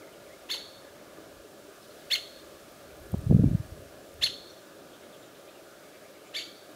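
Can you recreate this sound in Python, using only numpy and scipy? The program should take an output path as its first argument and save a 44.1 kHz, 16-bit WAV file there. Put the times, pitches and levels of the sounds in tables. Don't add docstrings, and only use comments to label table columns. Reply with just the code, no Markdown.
import sys
import numpy as np
from scipy import signal
from scipy.io import wavfile
from scipy.ndimage import uniform_filter1d

SR = 44100
rng = np.random.default_rng(int(sys.argv[2]) if len(sys.argv) > 2 else 0)


def unload_wav(signal):
    wavfile.write(
        sys.argv[1],
        SR,
        np.round(np.clip(np.atleast_2d(signal).T, -1, 1) * 32767).astype(np.int16),
    )


def to_linear_factor(level_db):
    exponent = np.asarray(level_db, float) / 20
    return 10 ** exponent


N = 297675


def evened(x):
    return x / np.sqrt(np.mean(x ** 2) + 1e-20)


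def read(points, hz):
    f, value = np.transpose(points)
    return np.interp(np.log(hz + 1), np.log(f + 1), value)


def add(mix, s, sound):
    part = mix[round(s * SR):][:len(sound)]
    part += sound[:len(part)]


def noise(colour_db, patchy_db, size):
    hop = size // 4
    frames, hz = N // hop + 5, np.fft.rfftfreq(size, 1 / SR)
    real, imaginary, patches = rng.standard_normal((frames, len(hz), 3)).T
    patches = uniform_filter1d(patches, size=12, axis=0)
    patches = evened(uniform_filter1d(patches, size=10, axis=1))
    z = (real + 1j * imaginary) * to_linear_factor(colour_db(hz)[:, None] + patchy_db * patches)
    return signal.istft(z, nperseg=size, noverlap=size - hop)[1][:N]


def air():
    # (frequency [Hz], density [dB per Hz])
    air_colour = [(15, -42), (25, 1), (49, -25), (91, -12.5), (189, -9), (283, -6.5), (315, -1),
                  (485, -8.5), (618, -3), (854, -15.5), (1180, -15.5), (1550, -13), (1680, -19),
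                  (3560, -19.5), (15700, -28.5)]
    # (frequency [Hz], width [Hz], level [dB])
    drone_humps = [(411, 24, 1), (551, 133, -0.5), (1206, 85, 5.5), (1401, 40, -5), (1694, 71, 14.5)]
    drift_db = .5
    rustle_s, rustle_width_s, rustle_db = 2.26, 0.57, 2
    t = np.arange(N) / SR

    def humps(hz):
        return sum(to_linear_factor(0.35 * db) * 5.84 / (1 + (2 * (hz - f) / w) ** 2) for f, w, db in drone_humps)

    def low(hz):
        return -10 * np.log10(1 + (hz / 2500) ** 6)

    def high(hz):
        return 10 * np.log10(1 - to_linear_factor(2 * low(hz)) + 1e-9)

    def drift():
        return evened(sum(np.sin(2 * np.pi * (f * t + rng.random())) for f in (.3, .5, .8, 1.3, 2.1)))

    drone = noise(lambda hz: read(air_colour, hz) + humps(hz) + low(hz), patchy_db=1.35, size=2048)
    hiss = noise(lambda hz: read(air_colour, hz) + high(hz), patchy_db=.2, size=2048)
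    drone *= to_linear_factor(drift_db * drift())
    rustle = rustle_db * np.exp(-((t - rustle_s) / rustle_width_s) ** 2)
    hiss *= to_linear_factor(drift_db / 2 * drift() + rustle)
    return to_linear_factor(-50.0) * evened(drone + hiss)


def wind():
    # (time [s], rumble level [dB])
    gust = [(0, -71), (1.30, -69), (1.37, -60), (1.45, -74), (2.33, -72), (2.38, -65), (2.86, -68),
            (3.0, -58.5), (3.1, -53), (3.26, -40.5), (3.32, -27.5), (3.5, -28.5), (3.57, -46), (3.85, -58),
            (4.04, -69), (4.21, -52), (4.57, -80), (6.75, -84)]
    # (frequency [Hz], density [dB per Hz])
    gust_colour = [(12, -46), (20, 1), (70, 1.5), (91, -10), (139, -6), (265, -9.5), (300, -5.5),
                   (390, -24), (660, -120)]
    # (time [s], peak level [dB], frequency [Hz])
    large_eddies = [(1.375, -52, 45), (3.011, -42, 57.3), (3.2185, -38, 93), (3.7957, -40, 94),
                    (4.1993, -43, 74), (3.1345, -23, 113), (3.1447, -17, 164), (3.172, -27.5, 79.7),
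                    (3.1908, -27, 101), (3.27, -18.5, 111), (3.2854, -28, 99), (3.301, -12, 120),
                    (3.3136, -8.5, 174), (3.332, -15, 137), (3.3489, -6, 155), (3.3647, -10.5, 160),
                    (3.396, -9.5, 143), (3.4092, -15.5, 155), (3.424, -13.5, 143), (3.443, -8.5, 210),
                    (3.46, -12.5, 116), (3.4732, -15.5, 141), (3.4848, -20, 181), (3.5162, -20.5, 188),
                    (3.5344, -20, 114), (3.551, -12, 136), (3.603, -24, 106), (3.7236, -31.5, 76),
                    (3.825, -42, 80), (4.238, -41, 97)]
    # (time [s], peak level [dB], width [ms])
    snaps = [(1.187, -37, 1.6), (3.1418, -21, 0.6), (3.1476, -26, 1.4), (3.3027, -28, 1.8),
             (3.3101, -19, 0.79), (3.3139, -23, 1.3), (3.3204, -33, 1.1), (3.3255, -15.5, 1.25),
             (3.347, -23.5, 2.2), (3.3674, -26, 1.1), (3.392, -22, 1.9), (3.398, -23, 1.6),
             (3.437, -23.5, 1.9), (3.4422, -24, 0.61), (3.5324, -36, 1.7)]
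    eddy_gap_s, eddy_hz = .025, (60, 130)
    eddy_db = 10.5
    out, t = np.zeros(N), np.arange(-1200, 1200) / SR

    late, size, tone = rng.random((round(6.6 / eddy_gap_s), 3)).T
    at = np.arange(.1, 6.7, eddy_gap_s)[:len(late)] + eddy_gap_s * late
    small_db = np.interp(at, *np.transpose(gust)) + eddy_db - 12 * size
    small_eddies = np.transpose([at, small_db, np.interp(tone, (0, 1), eddy_hz)])
    eddies = np.vstack([large_eddies, small_eddies])
    for (s, db, hz), turn in zip(eddies, rng.random(len(eddies))):
        swing = np.exp(-(t * hz / 0.59) ** 2) * np.cos(2 * np.pi * (hz * t + turn))
        add(out, s + t[0], to_linear_factor(db) * swing)
    for (s, db, ms), turn in zip(snaps, rng.random(len(snaps))):
        snap = np.exp(-(1000 * t / ms) ** 2) * np.cos(2 * np.pi * (380 * t + turn))
        add(out, s + t[0], to_linear_factor(db) * snap)
    rumble = evened(noise(lambda hz: read(gust_colour, hz), patchy_db=0.0, size=2048))
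    return out + rumble * to_linear_factor(np.interp(np.arange(N) / SR, *np.transpose(gust)))


def whistle(hz, db):
    return to_linear_factor(db) * np.sin(2 * np.pi * np.cumsum(hz) / SR) * np.hanning(len(hz)) ** .6


def trees(x):
    # (frequency [Hz], T60 [s], level [dB])
    tree_bands = np.array([(1000, .3, -5), (2200, 0.66, -2), (2900, 0.28, -0.5), (3440, 0.77, 0.5),
                           (4500, 0.72, 1.5), (6500, 0.55, 3.5), (11000, 0.57, 3), (15000, .25, -7)])
    taps = np.zeros(SR)
    at = np.arange(200, SR - 20, 20)
    taps[at + rng.integers(0, 20, len(at))] = rng.laplace(size=len(at))
    hz, t, z = signal.stft(taps, SR, nperseg=256)
    t60 = read(tree_bands[:, :2], hz)[:, None]
    db = read(tree_bands[:, ::2], hz)[:, None]
    decay = to_linear_factor(-60 * t / t60)
    near = to_linear_factor(9.0 - 60 * t / 0.089)
    tail = signal.istft(z * to_linear_factor(db) * (decay + near), SR, nperseg=256)[1]
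    return signal.fftconvolve(x, tail / np.linalg.norm(tail))[:N]


def far_birds():
    # (time [s], first pitch [Hz], last pitch [Hz], level [dB rms])
    slurs = [(.012, 2450, 1900, -59), (.065, 1950, 2150, -60), (.12, 3200, 2600, -62),
             (.256, 2550, 1900, -58), (.29, 1800, 2080, -58), (.318, 2050, 2220, -57),
             (.43, 2400, 2700, -64), (1.81, 5350, 5000, -65), (2.89, 2300, 2500, -61),
             (3.44, 2250, 2400, -62), (3.70, 5800, 5400, -69), (4.485, 5200, 6300, -61),
             (5.02, 2000, 2400, -60), (5.47, 2200, 2700, -61), (5.54, 3000, 2600, -63),
             (5.57, 2800, 2300, -64), (6.70, 3800, 3600, -62)]
    # (time [s], length [s])
    seeps = [
        (3.97, .14),
        (4.59, .08),
        (5.14, .15),
        (6.22, .1),
    ]
    # (first time [s], gap [s], notes [count], pitch [Hz])
    chatter = [
        (1.80, .09, 3, 3800),
        (4.91, .1, 4, 3350),
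        (5.335, .125, 2, 3400),
        (5.82, .104, 5, 2200),
    ]
    slur_s = .035
    seep_hz, seep_fall_hz_per_s, seep_db = 7450, 3200, -67.5
    chatter_db, chatter_s, chatter_arch, chatter_hoarse = -59, .06, .12, .1
    out = np.zeros(N)

    for s, first_hz, last_hz, db in slurs:
        add(out, s, whistle(np.linspace(first_hz, last_hz, round(slur_s * SR)), db + 2.5))
    for s, length in seeps:
        add(out, s, whistle(seep_hz - seep_fall_hz_per_s * np.arange(0, length, 1 / SR), seep_db))
    arch = np.sin(np.pi * np.arange(0, 1, 1 / (chatter_s * SR)))
    for first, gap, count, hz in chatter:
        for s in first + gap * np.arange(count):
            waver = evened(uniform_filter1d(rng.standard_normal(4000), size=90))[:len(arch)]
            bend = 1 + chatter_arch * (arch - .6) + chatter_hoarse * waver
            add(out, s, whistle(hz * bend, chatter_db))
    out *= .9 + .45 * evened(uniform_filter1d(rng.standard_normal(N), size=100))
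    return out + to_linear_factor(-4.5) * trees(out)


def push(t, effort, jumps):
    attack_s, attack_db, entry_s, entry_db = 0.022, -21, 0.0034, -3.5
    break_length_s, break_db, recover_s = 0.0062, -3.5, 0.0097
    release_s, release_db, catch_s = 0.0087, -11, 0.00087
    db, swell_db, break_s, after_db, catch_db = effort
    after = swell_db + after_db
    s = [t[0], attack_s - entry_s, attack_s, break_s, break_s + break_length_s, break_s + recover_s,
         t[-1] - release_s, t[-1]]
    levels = [attack_db, entry_db, 0, swell_db, after + break_db, after, after - 2, after + release_db]
    catches = sum(catch_db * np.exp(-((t - j) / catch_s) ** 2) for j in jumps)
    return db + np.interp(t, s, levels) + catches


def note(timing, voice, effort):
    # (start time [s], first pitch [Hz], end time [s], last pitch [Hz])
    registers = [
        (.004, 790, .018, 1070),
        (.0222, 1680, .0315, 1830),
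        (.0334, 2080, .053, 2030),
        (.0552, 1650, .062, 1320),
        (.0635, 1070, .072, 800),
    ]
    # (time [s], frequency [Hz])
    mouth = [(.004, 2450), (.018, 3000), (.026, 3500), (.038, 4300), (.051, 4200), (.056, 3200),
             (.0615, 2900), (.063, 3300), (.072, 2550)]
    # (frequency [Hz], level [dB])
    upper_throat = [(4000, -7), (5300, -25.5), (6600, -19), (7600, -26), (8700, -51), (11000, -22.5),
                    (13000, -33.5), (16000, -36)]
    step_hold_s, top_hold_s = .029, .045
    step_s, jumps_s = (.021, .033), (.0332, .0535)
    half_step, half_else = .2, .035
    top_arch_hz, shimmer_db = 140, 1.5
    start, pitch, step, top = timing
    low_db, tilt_db, high_db, top_db, _ = voice

    s, hz = np.reshape(registers, (-1, 2)).T
    t = np.arange(s[0], s[-1] + step + top, 1 / SR)
    phase = t - np.clip(t - step_hold_s, 0, step) - np.clip(t - step - top_hold_s, 0, top)
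    half = np.where((phase > step_s[0]) & (phase < step_s[1]), half_step, half_else)
    mouth_hz = np.interp(phase, *np.transpose(mouth))
    arch = np.sin(np.pi * np.clip((phase - s[4]) / (s[5] - s[4]), 0, 1))
    hz = np.interp(phase, s, hz) + top_arch_hz * arch
    height = hz / hz.max()
    wobble = 1 + 0.01 * evened(uniform_filter1d(rng.standard_normal(4000), size=40))[:len(t)]
    hz = hz * pitch ** np.clip((height - .86) / .07, 0, 1) * wobble

    turns, k = np.cumsum(hz) / SR, np.arange(1, 41)[:, None] / 2
    slope = np.where(k * hz < mouth_hz, 2.3, 1)
    throat = (1 + ((k * hz - mouth_hz) / 430) ** 2) ** -slope
    upper = to_linear_factor(read(upper_throat, k * hz) + high_db + top_db * (k * hz > 12000)) * (k > 1)
    lines = np.where(k == 1, to_linear_factor(low_db + tilt_db * np.log2(height)), throat + upper)
    lines = lines * np.where(k % 1, half, 1) * (k * hz < 16000)
    flutter = evened(uniform_filter1d(rng.standard_normal((40, 4000)), size=90, axis=1))
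    lines = lines * to_linear_factor(shimmer_db * flutter[:, :len(t)])
    sound = (lines * np.cos(2 * np.pi * (k * turns + rng.random(k.shape)))).sum(0)
    sound /= np.sqrt((lines ** 2).sum(0) / 2)

    breath_band = signal.butter(1, [2000, 8000], "bandpass", fs=SR)
    rush = signal.lfilter(*breath_band, rng.standard_normal(4000))
    sound += 0.2 * rush[:len(t)]
    level = to_linear_factor(push(t, effort, (jumps_s[0] + step, jumps_s[1] + step + top)))
    return start + t[0], sound * signal.windows.tukey(len(t), .1), level


def woodpecker():
    # (start time [s], top pitch [factor], extra time on the step [s], extra time at the top [s])
    timings = [
        (.482, 1.018, 0, 0),
        (2.096, 1, 0, 0),
        (4.206, 1.005, 0, .001),
        (6.330, 1.05, .003, .001),
    ]
    # (lowest line [dB], its tilt [dB per octave], upper lines [dB], top lines [dB], echo [dB])
    voices = [(-8, -7.5, 10.5, 5, -1.5), (-7.5, 15, 4, 7, -6.5), (-15.5, -1.5, 5, -2, -7.5),
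              (-1.5, 17, 7, -12, 0)]
    # (effort [dB rms], swell [dB], break time [s], level after the break [dB], catch at jumps [dB])
    efforts = [(-33, 2, 0.039, -4, 5), (-24, 1.5, 0.0456, -4, -15), (-26.5, 8, 0.037, -9.5, 2.5),
               (-34, 0.5, 0.044, -2.5, 2)]
    direct, thrown = np.zeros(N), np.zeros(N)
    for timing, voice, effort in zip(timings, voices, efforts):
        s, sound, level = note(timing, voice, effort)
        add(direct, s, sound * level)
        even_level = np.minimum(level, to_linear_factor(-6) * level.max())
        add(thrown, s, to_linear_factor(voice[-1]) * sound * even_level)
    add(direct, .033, to_linear_factor(-19.0) * thrown)
    return direct + trees(thrown)


def lens_motor():
    # (frequency [Hz], level [dB], T60 [s])
    casing = [(8716, -8, .016), (10890, -6, .007), (12000, -5, .008), (12830, -5, .008), (13640, -2, .009),
              (14600, -8, .006)]
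    # (time [s], peak level [dB])
    knocks = [
        (2.7206, -49),
        (2.7879, -54),
        (3.1182, -40),
        (3.18, -50),
        (3.8176, -51),
        (4.1164, -55),
        (4.1403, -47),
        (6.7157, -51),
    ]
    first_step_s, step_gap_s, steps = 2.9685, .0305, 11
    step_db, step_edge_db, step_spread_db = -49, -3, 3
    low_first_db, low_last_db, knock_low_db = 1, 9, 1
    whir_start_s, whir_end_s, whir_db = 2.85, 4.05, -68.5
    out, t = np.zeros(N), np.arange(900) / SR

    along, (late, size) = np.linspace(0, 1, steps), rng.random((steps, 2)).T
    run_s = first_step_s + step_gap_s * (np.arange(steps) + .06 * (late - .5))
    run_db = step_db + step_edge_db * (2 * along - 1) ** 2 - step_spread_db * size
    run_low_db = low_first_db + (low_last_db - low_first_db) * along
    ticks = list(zip(run_s, run_db, run_low_db)) + [(s, db, knock_low_db) for s, db in knocks]
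    for (s, db, low_db), turns in zip(ticks, rng.random((len(ticks), len(casing)))):
        ring = np.zeros(len(t))
        for (hz, mode_db, t60), turn in zip(casing, turns):
            uneven_db = 10 * (7 * turn % 1)
            decay = to_linear_factor(mode_db + low_db * (hz < 9500) - uneven_db - 60 * t / t60)
            ring += decay * np.sin(2 * np.pi * (hz * t + turn))
        add(out, s, to_linear_factor(db + 5) * ring * (1 - np.exp(-t / .0004)))

    length = round((whir_end_s - whir_start_s) * SR)
    whir_band = signal.butter(2, [8000, 15000], "bandpass", fs=SR)
    whir = signal.lfilter(*whir_band, rng.standard_normal(length))
    add(out, whir_start_s, to_linear_factor(whir_db) * evened(whir) * signal.windows.tukey(length, .3))
    return out


def scene():
    return (air() + wind() + far_birds() + woodpecker() + lens_motor())[None]


def low_pass(x):
    return signal.sosfilt(signal.butter(12, 16140, fs=SR, output="sos"), x)


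def record(dry):
    bass_cut = signal.butter(2, 54, "highpass", fs=SR, output="sos")
    mix = signal.sosfilt(bass_cut, dry)
    mix = signal.oaconvolve(mix, signal.firwin(511, 15740, fs=SR)[None], "same")
    return low_pass(mix)


dry = scene()
out = record(dry)
unload_wav(out)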